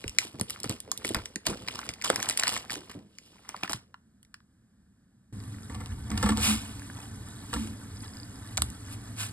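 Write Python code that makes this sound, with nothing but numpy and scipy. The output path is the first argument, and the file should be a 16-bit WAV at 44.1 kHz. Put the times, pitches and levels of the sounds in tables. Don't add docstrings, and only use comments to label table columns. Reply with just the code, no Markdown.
import sys
import numpy as np
from scipy import signal
from scipy.fft import rfft, irfft, next_fast_len
from scipy.io import wavfile

SR = 44100
rng = np.random.default_rng(int(sys.argv[2]) if len(sys.argv) > 2 else 0)


def file_out(sig):
    cols = np.atleast_2d(sig).T
    lim = np.clip(cols, -1, 1)
    pcm = np.round(lim * 32767).astype(np.int16)
    wavfile.write(sys.argv[1], SR, pcm)


N = 411012
TIME = np.arange(N) / SR
STOVE_ON_S = 5.326

# frequency in Hz, relative level in dB per Hz.
FILM_FINE = [(1500, -28.5), (2800, 6.5), (3800, 1), (5300, 1), (7000, -6.5), (10000, 0.5), (12000, -11.5),
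             (14000, -38), (16000, -32)]
# frequency in Hz, relative level in dB per Hz.
FILM_COARSE = [(350, -13.5), (650, 0.5), (1000, 3), (1800, -1.5), (2600, -2), (4000, -27.5)]
# frequency in Hz, relative level in dB per Hz.
SIMMER_COLOUR = [(300, -5.5), (550, 0), (900, 2.5), (1300, 2), (1750, 2), (2200, -6), (3300, -3.5),
                 (5000, -5), (7000, -5), (10000, 1), (11500, -6), (13300, -36), (14500, -17), (15600, -9),
                 (16300, -45)]
# nominal frequency in Hz, relative level in dB, 60 dB decay time in s.
POT_MODES = [(68.5, -4.5, .2), (100, -8, .15), (215.7, -4, .24), (278, -12, .2), (356, -13, 0.09),
             (485, -9, 0.11), (753, -3.5, 0.034), (913, -3, 0.08), (1135, -4, 0.085), (1350, -9, 0.09),
             (1740, -6, 0.049), (2100, -7, 0.045), (8210, -5.5, 0.056)]


def from_db(db):
    return 10 ** (np.asarray(db) / 20)


def rms_one(x):
    return x / np.sqrt(np.mean(x ** 2) + 1e-20)


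def add(track, s, sound):
    start = max(round(s * SR), 0)
    track[start:start + len(sound)] += sound[:N - start]


def gains_in_time(rows):
    s, *columns = np.transpose(rows)
    return [from_db(np.interp(TIME, s, c)) for c in columns]


def strokes(rows, attack_s, release_db_per_s):
    power = 0
    for s, hold, *levels in rows:
        swell = np.clip((TIME - s) / attack_s, 0, 1)
        release = from_db(-np.clip(release_db_per_s * (TIME - s - hold), 0, 120))
        power = power + np.outer(from_db(levels), swell * release) ** 2
    return np.sqrt(power)


def flicker(per_s, db):
    steps = rng.normal(0, db, int(per_s * N / SR) + 2)
    return from_db(np.interp(TIME * per_s, np.arange(len(steps)), steps))


def at_hz(points, hz):
    points = np.array(points)
    return np.interp(np.log(hz + 1), np.log(points[:, 0]), points[:, 1])


def coloured(x, spectrum):
    size = 2 * next_fast_len(len(x) // 2 + 1024)
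    gain = from_db(at_hz(spectrum, np.fft.rfftfreq(size, 1 / SR)))
    cepstrum = irfft(np.log(gain))
    cepstrum[1:size // 2] *= 2
    cepstrum[size // 2 + 1:] = 0
    response = np.exp(rfft(cepstrum))
    return rms_one(irfft(rfft(x, size) * response)[:len(x)])


def resonate(x, hz, width_hz):
    r = np.exp(-np.pi * width_hz / SR)
    return signal.lfilter([1, 0, -1], [1, -2 * r * np.cos(2 * np.pi * hz / SR), r * r], x)


def resonate_twice(x, hz, width_hz):
    return resonate(resonate(x, hz, width_hz), hz, width_hz)


def grains(per_s, spread_db, hiss_db):
    sizes = from_db(spread_db * np.minimum(rng.exponential(1, N), 4)) * rng.choice([-1, 1], N)
    struck = rng.random(N) < per_s / SR
    return rms_one(sizes * struck) + from_db(hiss_db) * rng.standard_normal(N)


def ticks(per_s, spread_db, width):
    count = int(per_s * N / SR)
    clump = np.sort(rng.uniform(0, N, count // 3 + 1))
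    at = (clump[np.arange(count) // 3] + rng.exponential(.003 * SR, count)).astype(int) % N
    sizes = from_db(spread_db * np.minimum(rng.exponential(1, count), 3)) * rng.choice([-1, 1], count)
    pitches = np.geomspace(600, 12500, 24)
    dealt = rng.integers(0, len(pitches), count)
    out = np.zeros(N)
    faint = 1e-12 * (np.arange(N) % 64 == 0)
    for k, hz in enumerate(pitches):
        own = np.bincount(at[dealt == k], sizes[dealt == k], N)
        out += np.sqrt(hz) * rms_one(resonate(own + faint, hz, width * hz))
    return rms_one(out)


def burst(t60, tail_db, tail_t60):
    t = TIME[:SR // 10]
    rise = 1 - np.exp(-(t / .0006) ** 2)
    decay = from_db(-60 * t / t60) + from_db(tail_db - 60 * t / tail_t60)
    return rng.standard_normal(len(t)) * rise * decay


def clicks(rows, crack_t60, pop_t60, crack_width, pop_width, tail_db, tail_t60,
           ring_share, skim_share, bend):
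    ring_t60, ring_spread_oct = .0045, .25
    skim_s = (.0003, .0011)
    facet_cut = .58
    out, head, t = np.zeros(N), SR // 200, TIME[:SR // 10]
    for s, crack_db, crack_hz, pop_db, pop_hz in rows:
        crack = resonate(burst(crack_t60, tail_db, tail_t60), crack_hz, crack_width * crack_hz)
        crack = coloured(crack, FILM_FINE)
        ring_hz = min(crack_hz * 2 ** rng.normal(0, ring_spread_oct), 9500)
        ring = np.sin(2 * np.pi * ring_hz * t) * from_db(-60 * t / ring_t60)
        ring *= 1 - np.exp(-(t / .0004) ** 2)
        edge = from_db(-16) * rms_one(burst(crack_t60 / 2, tail_db, tail_t60))
        crack = crack + ring_share * coloured(ring, FILM_FINE) + edge
        crack += skim_share * np.roll(crack, int(rng.uniform(*skim_s) * SR))

        pop = resonate_twice(burst(pop_t60, tail_db, tail_t60), pop_hz, pop_width * pop_hz)
        pop = coloured(pop, FILM_COARSE)

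        facet = from_db(crack_db) * crack / np.std(crack[:head])
        facet = facet + from_db(pop_db) * pop / np.std(pop[:head])
        high_pass = signal.butter(4, facet_cut * pop_hz, "high", fs=SR, output="sos")
        facet = signal.sosfilt(high_pass, facet)

        body = coloured(resonate(burst(pop_t60, tail_db, tail_t60), hz=650, width_hz=530), FILM_COARSE)
        body_gain = min(bend[int(s * SR) + head], 1) ** 2 * from_db(pop_db - 6.0)
        add(out, s, facet + body_gain * body / np.std(body[:head]))
    return out


def plops(rows, t60, climb):
    out, t = np.zeros(N), TIME[:SR // 10]
    for s, db, hz in rows:
        rising = np.sin(2 * np.pi * hz * t * (1 + climb * t / t60))
        add(out, s, from_db(db - 60 * t / t60) * rising)
    return out


def room_tone():
    # frequency in Hz, relative level in dB per Hz.
    room_colour = [(25, -21), (70, -1), (140, -4.5), (210, 0), (300, -13), (450, -25), (1000, -30),
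                   (1700, -25), (2100, -37), (3300, -36), (6500, -36), (10500, -32), (12500, -49),
                   (16000, -58.5)]
    return from_db(-63.5) * coloured(rng.standard_normal(N), room_colour)


def burner():
    # frequency in Hz, relative level in dB per Hz.
    flame_colour = [(25, -22), (50, -8.5), (75, -7.5), (105, 4), (145, -11.5), (210, -7), (245, -10),
                    (282, -5), (330, -20.5), (480, -23), (700, -67.5)]
    return from_db(-43.5) * coloured(rng.standard_normal(N), flame_colour)


def simmering(fizz):
    surge = flicker(per_s=25, db=3)
    hiss = coloured(from_db(-3.5) * fizz * surge + rng.standard_normal(N), SIMMER_COLOUR)
    return hiss * from_db(np.interp(TIME, [5.9, 6.7], [-54, -51]))


def sizzling(fizz):
    # peak time in s, level in dB, rise scale in s, fall scale in s.
    swells = [(5.525, -56, 0.0075, .028), (6.27, -40.5, 0.071, 0.052), (6.461, -24, 0.046, 0.076),
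              (6.621, -51, 0.0087, 0.26), (7.601, -44.5, 0.09, 0.078), (8.935, -44.5, 0.03, 0.015),
              (9.208, -34, 0.025, 0.055)]
    # frequency in Hz, relative level in dB per Hz.
    sizzle_colour = [(500, -11.5), (900, -2), (1300, 2), (1900, -5.5), (2600, 5), (4000, 0), (7000, -2.5),
                     (10000, 4), (11500, -3.5), (13300, -27), (14100, -31), (15600, -4), (16300, -21)]
    flash = np.zeros(N)
    for s, db, rise, fall in swells:
        flash += from_db(db) / np.cosh((TIME - s) / np.where(TIME < s, rise, fall)) ** 2
    spray = grains(per_s=8200, spread_db=3.5, hiss_db=-3.0)
    return flash * coloured(spray + from_db(-7.5) * fizz, sizzle_colour)


def bubbles():
    # start in s, peak level in dB, starting pitch in Hz.
    surface = [(5.544, -42, 1880), (6.82, -34, 1660), (6.99, -35.5, 940), (5.698, -38, 2000),
               (6.9, -31, 1600)]
    # start in s, peak level in dB.
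    escaping = [(7.97, -39), (8.006, -38), (8.044, -39), (8.080, -37), (8.136, -39), (8.170, -35),
                (8.200, -34), (8.232, -33), (8.3575, -41)]
    flurry = [(s, db, 4970 * rng.uniform(0.95, 1.075)) for s, db in escaping]
    return plops(flurry, t60=0.011, climb=.06) + plops(surface, t60=0.012, climb=0.066)


def pot_clicks():
    # start in s, crack level in dB, crack pitch in Hz, pop level in dB, pop pitch in Hz.
    sticks = [(5.402, -51.5, 5000, -61, 1800), (5.438, -53, 7450, -59, 2400), (5.584, -62, 8700, -54, 1750),
              (6.103, -39, 6950, -42, 1840), (6.177, -34, 5900, -44, 1600), (6.795, -46, 8540, -51, 1440),
              (7.673, -44.5, 6230, -49, 2400), (8.474, -48.5, 8600, -67, 1440),
              (8.572, -28, 6700, -40, 2270), (8.5764, -24, 7000, -31.5, 2190),
              (8.5823, -40, 6210.0, -34, 795), (8.6199, -19, 8530, -33.5, 1420),
              (8.7015, -41, 8500, -64, 1380.0)]
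    return clicks(sticks, crack_t60=0.0013, pop_t60=0.0062, crack_width=0.5, pop_width=1.0,
                  tail_db=-34, tail_t60=0.018, ring_share=0.24, skim_share=0, bend=np.ones(N))


def stirring():
    # start in s, hold in s, then rocking, booming and trembling level in dB,
    # ahead of each layer's trim.
    pushes = [(5.7, 0.14, -38.5, -46.5, -44), (5.88, 0.16, -35, -52, -52),
              (6.08, 0.21, -34.5, -37.5, -37.5), (6.21, 0.19, -29.5, -35, -37.5),
              (6.44, 0.076, -33.5, -33, -36), (7.55, 0.11, -39, -35.5, -51), (8.58, 0.043, -34, -49, -66)]
    idle = from_db([[-53], [-63], [-63]])
    pushed = strokes(pushes, attack_s=0.0215, release_db_per_s=99)
    rocking, booming, trembling = np.hypot(pushed, idle)
    push = grains(per_s=900, spread_db=5.0, hiss_db=-7.5)
    rock = rms_one(resonate_twice(push, hz=70, width_hz=46))
    boom, steel = np.zeros(N), np.zeros(N)
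    for hz, db, _ in POT_MODES[2:4]:
        boom += from_db(db) * rms_one(resonate_twice(push, hz, 0.17 * hz))
    for hz, db, t60 in POT_MODES[4:]:
        mode = rms_one(resonate(push, hz, 1.5 / t60 + 0.035 * hz))
        steel += from_db(db) * mode * (hz / 1000) ** -.45
    rock_layer = from_db(-2.5) * rocking * rock
    steel_layer = from_db(-8.0) * trembling * rms_one(steel)
    return rock_layer + booming * rms_one(boom) + steel_layer


def bumps():
    # start in s, then knock, scratch, thump and boom level in dB,
    # ahead of the trims and each mode's own level.
    contacts = [(5.697, -33.5, -52, -45, -51), (5.745, -32, -45, -40, -44), (5.805, -26.5, -52, -42, -45),
                (5.859, -34, -44.5, -36, -38), (6.114, -22, -43.5, -20, -22), (6.175, -24.5, -33, -36, -32),
                (6.227, -11, -31.5, -36, -35), (6.24, -20, -40, -13.5, -16.5), (6.260, -13, -38, -30, -30),
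                (6.289, -9.5, -32, -22, -22), (6.303, -30, -42, -36, -15), (6.318, -17.5, -48, -36, -36),
                (6.373, -17.5, -32, -26, -31), (7.529, -18.5, -41, -23, -35),
                (7.538, -19.5, -33.5, -34, -35), (7.561, -23, -60, -21, -19.5)]
    detune, contact_spread_db = .018, 2
    out, t = np.zeros(N), TIME[:SR // 2]
    grit = grains(per_s=900, spread_db=5, hiss_db=-8)
    for s, knock_db, scratch_db, thump_db, boom_db in contacts:
        for k, (hz, db, t60) in enumerate(POT_MODES):
            hz = hz * (1 + rng.normal(0, detune))
            db = db + rng.normal(0, contact_spread_db)
            if k < 4:
                level = thump_db if k < 2 else boom_db
                ring = from_db(level) * np.sin(2 * np.pi * hz * t)
            else:
                rough = rms_one(resonate(rng.standard_normal(len(t)), hz, 0.039 * hz))
                ring = from_db(knock_db - 12.5) * rough
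            add(out, s, ring * from_db(db - 60 * t / t60) * (1 - np.exp(-t * hz)))
        scratch = grit[int(s * SR):][:len(t)] * from_db(-60 * t / 0.065)
        add(out, s, from_db(scratch_db - 17.5) * coloured(scratch, FILM_FINE))
    return out


def stove():
    fizz = ticks(per_s=3000, spread_db=5.0, width=0.036)
    water = simmering(fizz) + sizzling(fizz) + bubbles()
    start = np.clip((TIME - STOVE_ON_S) / 0.00099, 0, 1)
    return (burner() + water + stirring() + bumps() + pot_clicks()) * start


def buckles():
    # start in s, level in dB ahead of radiation and trim,
    # reference pitch in Hz, flutter 60 dB decay in s.
    panels = [(0.042, -32, 360, 0.079), (.06, -25.5, 81, 0.2), (.25, -36, 322, 0.065),
              (0.344, -32.5, 238, 0.14), (0.413, -21.5, 191, 0.075), (0.643, -34, 325, 0.12),
              (0.661, -29, 160, 0.081), (.696, -29, 244.5, 0.19), (0.877, -40.5, 454, 0.13),
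              (1.048, -31, 467, 0.089), (1.106, -24.5, 331, 0.085), (1.146, -31.5, 453, 0.22),
              (1.167, -20, 86.3, 0.2), (1.362, -29, 211, 0.065), (1.469, -32, 590, 0.22),
              (1.491, -25, 150, 0.12), (1.511, -25.5, 260, 0.17), (1.894, -31, 138, 0.099),
              (2.101, -17.5, 453, 0.076), (2.766, -36, 335, 0.3), (2.95, -33.5, 265, 0.36),
              (3.544, -40, 724, 0.059), (3.633, -33, 299, 0.094), (3.697, -36, 303, 0.19),
              (3.744, -30.5, 150, .12)]
    out, t = np.zeros(N), TIME[:SR // 4]
    for s, db, hz, t60 in panels:
        pitch = hz * 1.507 / np.sqrt(1 + t / .004)
        wave = np.sin(2 * np.pi * np.cumsum(pitch) / SR) * from_db(-60 * t / 0.045)
        flutter = rms_one(resonate_twice(rng.standard_normal(len(t)), 0.5 * hz, hz))
        flutter = flutter * from_db(-7.5 - 60 * t / t60)
        radiated = hz / np.hypot(hz, 170)
        onset = 1 - np.exp(-t / 0.00043)
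        add(out, s, radiated * from_db(db) * (wave + flutter) * onset)
    return out


def creases():
    # start in s, crack level in dB ahead of the trim,
    # body in dB (how far the pop stands over the crack), pop pitch in Hz.
    folds = [(0.0403, -42.5, 6, 2300), (0.079, -31.5, -10.5, 2730), (0.0944, -36, -10.5, 2674),
             (0.1856, -15, -3.5, 2260), (0.3972, -34.5, -6.5, 750), (0.411, -23, -14, 1728),
             (0.4975, -33.5, -10.5, 1900), (0.5046, -29, -17, 1390), (0.56, -51.5, 9, 1570),
             (0.6013, -37.5, -19.5, 2383), (0.6322, -31.5, -22.5, 2560), (0.6421, -32, -6.5, 1230),
             (0.6947, -27, -15.5, 1670), (0.8026, -34, -21, 2410), (0.916, -22.5, -11.5, 1010),
             (.9756, -32.5, -25.5, 2623), (1.047, -31, 1.5, 2560), (1.0534, -31.5, -12.5, 1658),
             (1.07, -35.5, -23, 2250), (1.0905, -29, -13.5, 1950), (1.1457, -23.5, -6.5, 1492),
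             (1.186, -50, 10, 910), (1.2566, -33, -9.5, 2300), (1.358, -29, -4.5, 1865),
             (1.4665, -20.5, -7.5, 2220), (1.534, -49, 7.5, 1260), (1.676, -38, -2, 2140),
             (1.6838, -29, -0.5, 2500), (1.7558, -35.5, -7.5, 1199), (1.79, -34.5, 0.5, 1268),
             (1.89, -29, -6, 1996), (1.937, -40, -5, 2550), (2.014, -40, 2, 2304), (2.022, -35, -4, 2060),
             (2.0442, -26, -9.5, 1560), (2.057, -30.5, -3, 1188), (2.1003, -20.5, -0.5, 1368),
             (2.1592, -23.5, -8.5, 1620), (2.201, -34, -3.5, 1746), (2.2274, -25.5, -9.5, 1687),
             (2.2884, -23, -13, 2230), (2.2972, -21, -13.5, 1612), (2.309, -30, -4.5, 2090),
             (2.3738, -21, -14.5, 2226), (2.3963, -20.5, -11.5, 2014), (2.425, -40, 9.5, 1483),
             (2.4342, -22, -1.5, 1756), (2.458, -46, 9.5, 1627), (2.479, -21, -9, 2113),
             (2.564, -32.5, 2, 1767), (2.5753, -33, -9, 1676), (2.6972, -38.5, 6.5, 1750),
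             (2.7045, -32.5, -3, 1585), (2.731, -33.5, -16, 2875), (2.755, -37, -5.5, 1800),
             (2.902, -50, 1, 1700), (2.914, -45, -4.5, 1943), (3.1847, -41.5, -5.5, 2580),
             (3.4902, -33.5, -10.5, 1680), (3.5434, -61.5, 28, 981), (3.564, -43, -4, 1670),
             (3.6302, -52, 15, 1360), (3.6336, -29.5, 1.5, 2950), (3.646, -51, 16, 1232),
             (3.6765, -41.5, 4, 1650), (3.695, -32.5, 0, 1253), (3.7316, -26, -4, 1270),
             (3.942, -51, 9.5, 1240), (4.229, -53.5, -17, 1664), (4.249, -60, -5.5, 2000),
             (4.3417, -43.5, 0, 1626), (4.403, -68, 7, 1390)]
    rows = []
    for s, db, body_db, pop_hz in folds:
        crack_hz = 4973 * 2 ** (-0.06 * body_db)
        rows.append((s, db, crack_hz, db + body_db, pop_hz))
    return rows


def packet():
    # start in s, hold in s,
    # then fine crackle, coarse crackle and bending level in dB, ahead of each layer's trim.
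    grips = [(.188, 0.061, -42, -48.5, -61), (.385, 0.022, -56, -64, -43.5), (.48, 0.052, -50.5, -57, -55),
             (.64, 0.0091, -40.5, -43, -44.5), (.693, 0.015, -39.5, -43, -38),
             (1.04, 0.043, -38.5, -54, -44.5), (1.147, 0.011, -41, -32.5, -36),
             (1.453, 0.013, -40.5, -46, -56), (1.467, 0.014, -34, -37.5, -44),
             (1.49, 0.018, -52, -40.5, -34), (1.675, 0.17, -48, -47, -60.5), (1.86, 0.041, -47.5, -49, -49),
             (2.038, 0.028, -29.5, -35, -43.5), (2.1, 0.085, -42, -40, -45), (2.19, 0.078, -43, -40.5, -51),
             (2.385, 0.083, -42, -38, -54.5), (2.287, 0.0039, -31, -39, -44),
             (2.467, 0.013, -26, -31, -47.5), (2.52, 0.048, -36.5, -40.5, -45),
             (2.703, 0.037, -39.5, -47, -53.5), (2.755, 0.013, -64, -53, -41.5),
             (2.895, 0.013, -52, -45.5, -52), (2.95, 0.035, -85, -78, -52), (3.485, 0.0087, -54, -45, -58),
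             (3.634, 0.0087, -47, -39, -49), (3.695, 0.027, -37, -38.5, -50.5)]
    # time in s,
    # then fine hiss, coarse rub and bending level in dB; trims follow on the last two.
    slides = [(0, -54.5, -59.5, -57.5), (.35, -61, -58, -60.5), (.7, -59.5, -55.5, -56.5),
              (.85, -64.5, -63.5, -59), (1.1, -49.5, -49, -48), (1.42, -67.5, -69, -62),
              (1.6, -52, -53, -48), (1.99, -63, -57, -58), (2.3, -46.5, -46.5, -55.5),
              (2.67, -57, -51.5, -56.5), (2.93, -59, -62, -63), (3.05, -73.5, -76, -72.5),
              (3.29, -59.5, -69, -66), (3.37, -64, -60.5, -66), (3.62, -56.5, -52, -63.5),
              (3.9, -86, -82, -72.5), (4.1, -100, -100, -100)]
    # frequency in Hz, relative level in dB per Hz.
    bag_colour = [(25, -23), (60, -1.5), (110, -0.5), (160, -4), (240, 0), (330, -3.5), (500, -4.5),
                  (750, -18.5), (1400, -44.5)]
    full_bend_db = -48.5
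    gripping = strokes(grips, attack_s=0.002, release_db_per_s=311.5)
    handling = gains_in_time(slides)
    _, coarse, flex = np.hypot(gripping, handling)

    ringing = ticks(per_s=1500, spread_db=5, width=.25)
    sharp = grains(per_s=280, spread_db=4.5, hiss_db=-8)
    popping = ticks(per_s=950, spread_db=5.2, width=.24)
    rubbing = from_db(-11) * rng.standard_normal(N)

    crackle = from_db(-1) * gripping[0] * coloured(1.1 * ringing + sharp, FILM_FINE)
    slide = rng.standard_normal(N) + from_db(-2) * sharp + from_db(-3) * ringing
    sliding = handling[0] * coloured(slide, FILM_FINE)
    crumple = from_db(-3.0) * coarse * coloured(popping + 0.6 * sharp + rubbing, FILM_COARSE)
    flapping = coloured(grains(per_s=250, spread_db=3.5, hiss_db=-6), bag_colour)
    bag = from_db(0.5) * flex * flapping + from_db(2.0) * buckles()
    snaps = clicks(creases(), crack_t60=0.0033, pop_t60=0.0063, crack_width=0.93, pop_width=0.6,
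                   tail_db=-25.0, tail_t60=0.032, ring_share=.65, skim_share=.45,
                   bend=flex / from_db(full_bend_db))
    return from_db(-0.62) * snaps + crackle + sliding + crumple + bag


def kitchen(x, t60, gap_s):
    t = TIME[:SR // 2]
    tail = rng.standard_normal(len(t)) * from_db(-60 * t / t60) * (1 - np.exp(-t / gap_s))
    return signal.fftconvolve(x, tail / np.sqrt(np.sum(tail ** 2)))[:N]


def ports(x):
    # frequency in Hz, phase in radians by which left leads right.
    port_phase = [(20, 0), (250, -.3), (520, -.9), (1400, -.7), (2150, .9), (2650, 2.5), (3900, 1.6),
                  (5100, 1.7), (6000, 3.14), (7600, 5.9), (8500, 6.9), (10200, 9.42), (11000, 10.4),
                  (11800, 12.1), (13400, 12.9), (14500, 15.7), (17000, 16.3)]
    size = next_fast_len(N + SR // 10)
    lead = np.interp(np.fft.rfftfreq(size, 1 / SR), *np.transpose(port_phase))
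    half_each_way = np.exp(.5j * lead * [[1], [-1]])
    return irfft(rfft(x, size) * half_each_way, size)[:, :N]


def scene():
    direct = room_tone() + stove() + packet()
    reflected = from_db(-17.5) * kitchen(direct, t60=0.16, gap_s=0.0049)
    near = ports(direct + reflected) * from_db([[-.3], [.3]])
    high_pass = signal.butter(1, 450, "high", fs=SR, output="sos")
    above_bass = signal.sosfilt(high_pass, direct)
    early = from_db(-15) * kitchen(above_bass, t60=.05, gap_s=.001)
    late = from_db(-20.0) * kitchen(above_bass, t60=.25, gap_s=.01)
    wide = from_db(-64) * coloured(rng.standard_normal(N), SIMMER_COLOUR) * (TIME > STOVE_ON_S)
    return near + (early + late + wide) * [[1], [-1]]


def record(dry):
    low_pass = signal.ellip(10, .1, 80, 16300, fs=SR, output="sos")
    return signal.sosfilt(low_pass, dry)


dry = scene()
out = record(dry)
file_out(out)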